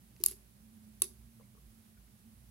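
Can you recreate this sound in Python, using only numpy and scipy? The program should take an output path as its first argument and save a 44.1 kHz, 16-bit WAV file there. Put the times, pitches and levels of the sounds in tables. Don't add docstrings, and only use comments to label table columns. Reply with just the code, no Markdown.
import sys
import numpy as np
from scipy import signal
from scipy.fft import rfft, irfft
from scipy.io import wavfile
from scipy.ndimage import uniform_filter1d

SR = 44100
rng = np.random.default_rng(int(sys.argv[2]) if len(sys.argv) > 2 else 0)


def natural_amplitude(level_db):
    exponent = np.asarray(level_db, float) / 20
    return 10 ** exponent


def int16_out(signal):
    q = np.round(np.clip(np.atleast_2d(signal).T, -1, 1) * 32767)
    wavfile.write(sys.argv[1], SR, q.astype(np.int16))


N = 110250


def read(points, hz):
    f, value = np.transpose(points)
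    return np.interp(np.log(hz + 1), np.log(f + 1), value)


def evened(x):
    return x / np.sqrt(np.mean(x ** 2) + 1e-20)


def sides(pan_db):
    return natural_amplitude(np.array([[.5], [-.5]]) * pan_db)


def add(mix, s, sound):
    part = mix[..., round(s * SR):][..., :sound.shape[-1]]
    part += sound[..., :part.shape[-1]]


def shaped(x, points):
    hz = np.fft.rfftfreq(x.shape[-1], 1 / SR)
    return irfft(rfft(x) * natural_amplitude(read(points, hz)), x.shape[-1])


def pair(same):
    a, b = rng.standard_normal((2, N))
    return np.array([a, same * a + np.sqrt(1 - same ** 2) * b])


def ring(t, hz, t60, phase=0):
    return natural_amplitude(-60 * t / t60) * np.sin(2 * np.pi * hz * t + phase)


# (time [s], low drone level [dB], middle drone level [dB], upper drone level [dB])
DRONE_SWELLS = [(0.0, -73.5, -74.5, -89), (0.21, -63, -67, -70), (0.3, -59, -79, -64.5),
                (0.4, -73, -72, -78.5), (.6, -68, -70, -65), (0.89, -75, -76, -58),
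                (0.93, -67.5, -73.5, -69), (1.15, -59.5, -69, -67), (1.43, -69.5, -65, -61),
                (1.61, -66.5, -71, -77), (1.69, -54.5, -75, -62.5), (1.89, -81, -79, -66.5),
                (2.0, -58.5, -76, -70), (2.16, -75, -77, -67.5), (2.21, -64.5, -69, -84),
                (2.26, -68, -72, -57), (2.31, -78, -77, -65), (2.46, -58.5, -67, -71)]
# (pitch [Hz]), then (pitch wander [Hz])
DRONE_HZ = (57.1, 120.9, 217.65)
WANDER_HZ = (4.92, 5.22, 7.05)


def drones():
    time, *levels_db = np.transpose(DRONE_SWELLS)
    wander = uniform_filter1d(rng.standard_normal((len(DRONE_HZ), N)), size=1500)
    wander = evened(uniform_filter1d(wander, size=1500))
    out = np.zeros(N)
    for hz, by, w, db in zip(DRONE_HZ, WANDER_HZ, wander, levels_db):
        swell = natural_amplitude(np.interp(np.arange(N) / SR, time, db))
        phase = 2 * np.pi * np.cumsum(hz + by * (w - w.mean())) / SR
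        out += np.sqrt(2) * swell * np.sin(phase)
    return out


# (frequency [Hz], width [Hz], level [dB])
HUM_RESONANCES = [(56.4, 9.6, -71.5), (126, 28, -72), (91.4, 33, -71), (215.8, 39, -71), (186, 37, -72.5),
                  (288.5, 140, -80), (390, 68, -86)]
# (frequency [Hz], density [dB per Hz])
RUMBLE_COLOUR = [(20, -27.5), (45, 1.5), (250, -8.5), (500, -16), (1000, -18.5), (2000, -25.5), (5000, -45)]


def hum():
    same, rumble_db, pan_db, left_lag_s = 0.92, -73.5, -5, 0.00038
    hz = np.fft.rfftfreq(N, 1 / SR)
    power = sum(natural_amplitude(2 * db) / w / (1 + (2 * (hz - f) / w) ** 2) ** 2 for f, w, db in HUM_RESONANCES)
    resonances = irfft(rfft(pair(same)) * np.sqrt(power * SR * 2 / np.pi), N)
    rumble = natural_amplitude(rumble_db) * evened(shaped(pair(same), RUMBLE_COLOUR))
    both = drones() + resonances + rumble
    lag = np.exp(-2j * np.pi * hz * left_lag_s * np.array([[1], [0]]))
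    return irfft(rfft(both) * lag, N) * sides(pan_db)


# (frequency [Hz], density [dB per Hz])
HISS_COLOUR = [(500, -1), (1000, -4), (7500, -6.5), (10000, -2), (11700, 1), (12600, -6.5), (15800, -4.5),
               (16050, -40)]


def hiss():
    level_db, flutter_db, pan_db, same = -68, 0.6, -3.5, 0.017
    flutter = evened(uniform_filter1d(rng.standard_normal((2, N)), size=3000))
    noise = evened(shaped(pair(same), [(150, -54)] + list(HISS_COLOUR)))
    return natural_amplitude(level_db + flutter_db * flutter) * noise * sides(pan_db)


# (time [s], length [s], level [dB])
SCUFFS = [
    (0.162, 0.0054, -60),
    (0.199, 0.035, -65.5),
    (0.266, 0.046, -59),
    (0.303, 0.034, -57),
    (1.021, 0.047, -58.5),
]
# (frequency [Hz], density [dB per Hz])
SCUFF_COLOUR = [(500, -19.5), (1800, -4), (3200, -1.5), (5500, 0.5), (9000, -10.5), (14000, -28)]


def scuffs():
    grains_per_s = 1200
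    t = np.arange(N) / SR
    sizes = natural_amplitude(2.3 * np.minimum(rng.exponential(1, N), 2))
    grains = sizes * (rng.random(N) < grains_per_s / SR)
    grit = evened(shaped(pair(0.9) * uniform_filter1d(grains, size=40), SCUFF_COLOUR))
    drag = sum(natural_amplitude(db) * np.sin(np.pi * np.clip((t - s) / length, 0, 1)) for s, length, db in SCUFFS)
    return grit * drag


# (time [s], ring level [dB], bead pitch [Hz], crack level [dB], left-right [dB])
CONTACTS = [(.202, -61.5, 10500, -68, -25), (.2135, -56, 10900, -45, -9), (.2372, -20, 13640, -24, 7),
            (.2378, -26, 11000, -29.5, -7.5), (.2383, -20, 11380, -22, 7), (.2388, -24.5, 11500, -21.5, -5),
            (.2395, -33.5, 12500, -28.5, 0.5), (.2612, -18.5, 11900, -27, -1),
            (.2614, -13.5, 11410, -34, 9), (.262, -17, 11600, -31, 2.5), (.2625, -13.5, 11060, -26, -10.5),
            (.2632, -30, 10630, -28, -10), (.2641, -29, 11300, -31.5, 1), (.2695, -42.5, 11300, -52, 2),
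            (.276, -46, 11400, -58, 5), (.289, -43.5, 11300, -42, -0.5), (.2925, -37, 11000, -56, -1.5),
            (.2992, -42, 11300, -45, 3.5), (.3028, -46, 11000, -51.5, -4), (.3077, -43.5, 11100, -46, -9.5),
            (.3118, -38, 12200, -46, 1.5), (.3132, -34.5, 10900, -44, -2.5), (.318, -48, 10960, -49, 0),
            (.322, -44, 11700, -41, 1), (.3402, -50, 11200, -58, 0), (1.0191, -18, 10480, -22.5, 2.5),
            (1.0198, -18, 11060, -22.5, 0), (1.0206, -15, 10900, -36.5, -9.5),
            (1.0215, -14.5, 10340, -20.5, -4.5), (1.0225, -39, 10500, -35, 10.5),
            (1.0232, -24, 10700, -32.5, -4.5), (1.032, -39, 10500, -52, -10), (1.0385, -35, 10100, -45, -8),
            (1.0555, -46, 10600, -50, -17), (1.0005, -51, 11000, -58, 0), (1.005, -53, 10900, -63, -4),
            (1.009, -59, 11300, -62, 5)]
NEXT_BEAD_S = [.25, .6]
# (multiple of pitch, t60 [s], first bead level [dB], second bead level [dB],
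# third bead level [dB])
BEAD_MODES = [(0.992, 0.0056, 4, 4.5, 4), (0.82, .0045, -5.5, -11.5, -12.5), (.755, .007, -10.5, -11, -9),
              (0.59, 0.0087, -9.5, -16, -18.5), (0.459, 0.0076, -15, -17, -24.5),
              (.38, 0.0054, -7.5, -22.5, -13.5), (1.2, 0.0034, -7, -21, -6.5),
              (0.2535, 0.011, -25.5, -32.5, -31), (0.97, 0.0053, -18, -12, -17),
              (.66, .006, -17.5, -27, -28), (0.412, 0.0064, -31, -18.5, -20)]
# (frequency [Hz], density [dB per Hz])
CRACK_COLOUR = [(600, -50), (1800, -28.5), (4300, -15.5), (6500, -13), (9000, -8), (11300, -6), (14500, -6),
                (16500, -14.5)]


def beads():
    crack_t60_s, detune, right_lead_s, attack_s = 0.0045, 0.011, 0.00014, 0.00015
    out, t = np.zeros((2, 2, N)), np.arange(1024) / SR
    for s, ring_db, hz, crack_db, pan_db in CONTACTS:
        bead = np.searchsorted(NEXT_BEAD_S, s)
        modes = 0
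        for i, (k, t60, *db) in enumerate(BEAD_MODES):
            chance = rng.uniform(-0.95, 1, 3)
            mode_hz = hz * k * (1 + detune * chance[0] * (i > 0))
            modes = modes + natural_amplitude(db[bead]) * ring(t, mode_hz, t60, np.pi * chance[1:, None])
        grit = rng.standard_normal((2, 1024))
        crack = evened(shaped(grit, CRACK_COLOUR)) * natural_amplitude(-60 * t / crack_t60_s)
        knock = np.array([natural_amplitude(ring_db) * modes, natural_amplitude(crack_db) * crack])
        knock = knock * np.minimum(t / attack_s, 1) * sides(pan_db)
        add(out[:, 0], s + right_lead_s / 2, knock[:, 0])
        add(out[:, 1], s - right_lead_s / 2, knock[:, 1])
    return out


# (time [s], level [dB], pitch [Hz], overtone level [dB])
THUMPS = [
    (.203, -44.5, 360.8, -28.5),
    (.238, -68, 382, 11.5),
    (0.263, -49.5, 374, -8.5),
    (0.312, -48.5, 374.7, -18.5),
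    (1.020, -41, 368.5, -6),
]
# (multiple of pitch, level [dB], t60 [s])
FRAME_OVERTONES = [(3.08, 3.5, 0.03), (3.7, -4.5, 0.023), (1.65, -10, 0.055), (5.9, -3.5, 0.028),
                   (7.2, -1, 0.073)]


def frame():
    t60_s, rise_s, pan_db = 0.13, 0.0047, -5
    out, t = np.zeros((2, N)), np.arange(12000) / SR
    for s, db, hz, over_db in THUMPS:
        low = ring(t, hz, t60_s) + 0.54 * ring(t, 1.085 * hz, t60_s)
        low = low + natural_amplitude(-6) * ring(t, 0.891 * hz, 0.0714)
        low = (1 - np.exp(-t / rise_s)) * low
        high = sum(natural_amplitude(over_db + d) * ring(t, hz * k, t60) for k, d, t60 in FRAME_OVERTONES)
        add(out, s, natural_amplitude(db) * (low + high) * sides(pan_db))
    return out


def wall(x):
    delay_s, spread_s, level_db = .0222, .0007, -20
    t = np.arange(2048) / SR
    smear = rng.standard_normal((2, 2048)) * np.exp(-((t - delay_s) / spread_s) ** 2)
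    return natural_amplitude(level_db) * signal.fftconvolve(x, smear / np.linalg.norm(smear[0]), axes=1)[:, :N]


# (frequency [Hz], t60 [s])
ROOM_T60 = [(500, 0.35), (1100, 0.26), (2000, 0.13), (5000, 0.24), (11000, 0.24), (16000, 0.13)]
# (frequency [Hz], level [dB])
ROOM_COLOUR = [(500, -2), (1200, -2), (2000, -1), (5000, 1.5), (8000, -3), (11000, -2.5), (15300, -6),
               (16200, -31.5)]


def room(x):
    level_db, rise_s = -14, 0.019
    echoes = np.zeros((2, SR // 2))
    at = np.arange(200, SR // 2 - 20, 20) + rng.integers(0, 20, (2, (SR // 2 - 201) // 20))
    np.put_along_axis(echoes, at, rng.choice([-1., 1.], at.shape), 1)
    hz, t, z = signal.stft(echoes, SR, nperseg=256)
    decay_db = read(ROOM_COLOUR, hz)[:, None] - 60 * t / read(ROOM_T60, hz)[:, None]
    z = z * natural_amplitude(decay_db) * np.minimum(0.5 + t / rise_s, 1.3)
    tail = signal.istft(z, SR, nperseg=256)[1]
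    return natural_amplitude(level_db) * signal.fftconvolve(x, tail / np.linalg.norm(tail[0]), axes=1)[:, :N]


# (time [s], level [dB], pitch [Hz], t60 [s], left-right [dB])
TAPS = [(1.397, -59.5, 473, 0.091, 7.5), (1.396, -61, 1174, 0.021, 9), (1.4, -69, 786, 0.05, 12),
        (1.408, -62.5, 1032, 0.042, 15), (1.408, -65.5, 548, 0.12, 11), (1.429, -63.5, 2126, 0.03, 5),
        (1.549, -68, 420, 0.16, 8), (1.55, -68, 1140, 0.036, 14), (1.571, -66, 1114, .04, 9.5),
        (1.579, -62, 1140, 0.026, 10), (1.578, -68, 432, .07, 10), (1.973, -67.5, 1475, 0.046, 15),
        (1.975, -67, 2300, 0.027, 0), (2.078, -64, 2180, 0.023, 0), (2.078, -66.5, 1550, 0.023, 8)]


def far_taps():
    out, t = np.zeros((2, N)), np.arange(6000) / SR
    for s, db, hz, t60, pan_db in TAPS:
        tap = ring(t, hz, t60) + .5 * ring(t, 1.08 * hz, t60)
        soft_attack = np.minimum(t / 0.0025, 1)
        add(out, s, natural_amplitude(db) * soft_attack * tap * sides(pan_db))
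    return out


def scene():
    floor = hum() + hiss()
    dull = scuffs() + frame()
    rings, cracks = beads()
    sent = natural_amplitude(-5.5) * rings + natural_amplitude(5) * cracks + dull
    return floor + dull + rings + cracks + wall(rings + cracks) + room(sent) + far_taps()


# (frequency [Hz], level [dB])
MIC_EDGES = [(20, -23.5), (42, -9), (55, -0.5), (15900, 0), (16300, -13), (17100, -29.5)]


def top_cut(x):
    return signal.sosfilt(signal.butter(12, 16995, fs=SR, output="sos"), x)


def record(dry):
    mix = shaped(dry, MIC_EDGES)
    return top_cut(mix)


dry = scene()
out = record(dry)
int16_out(out)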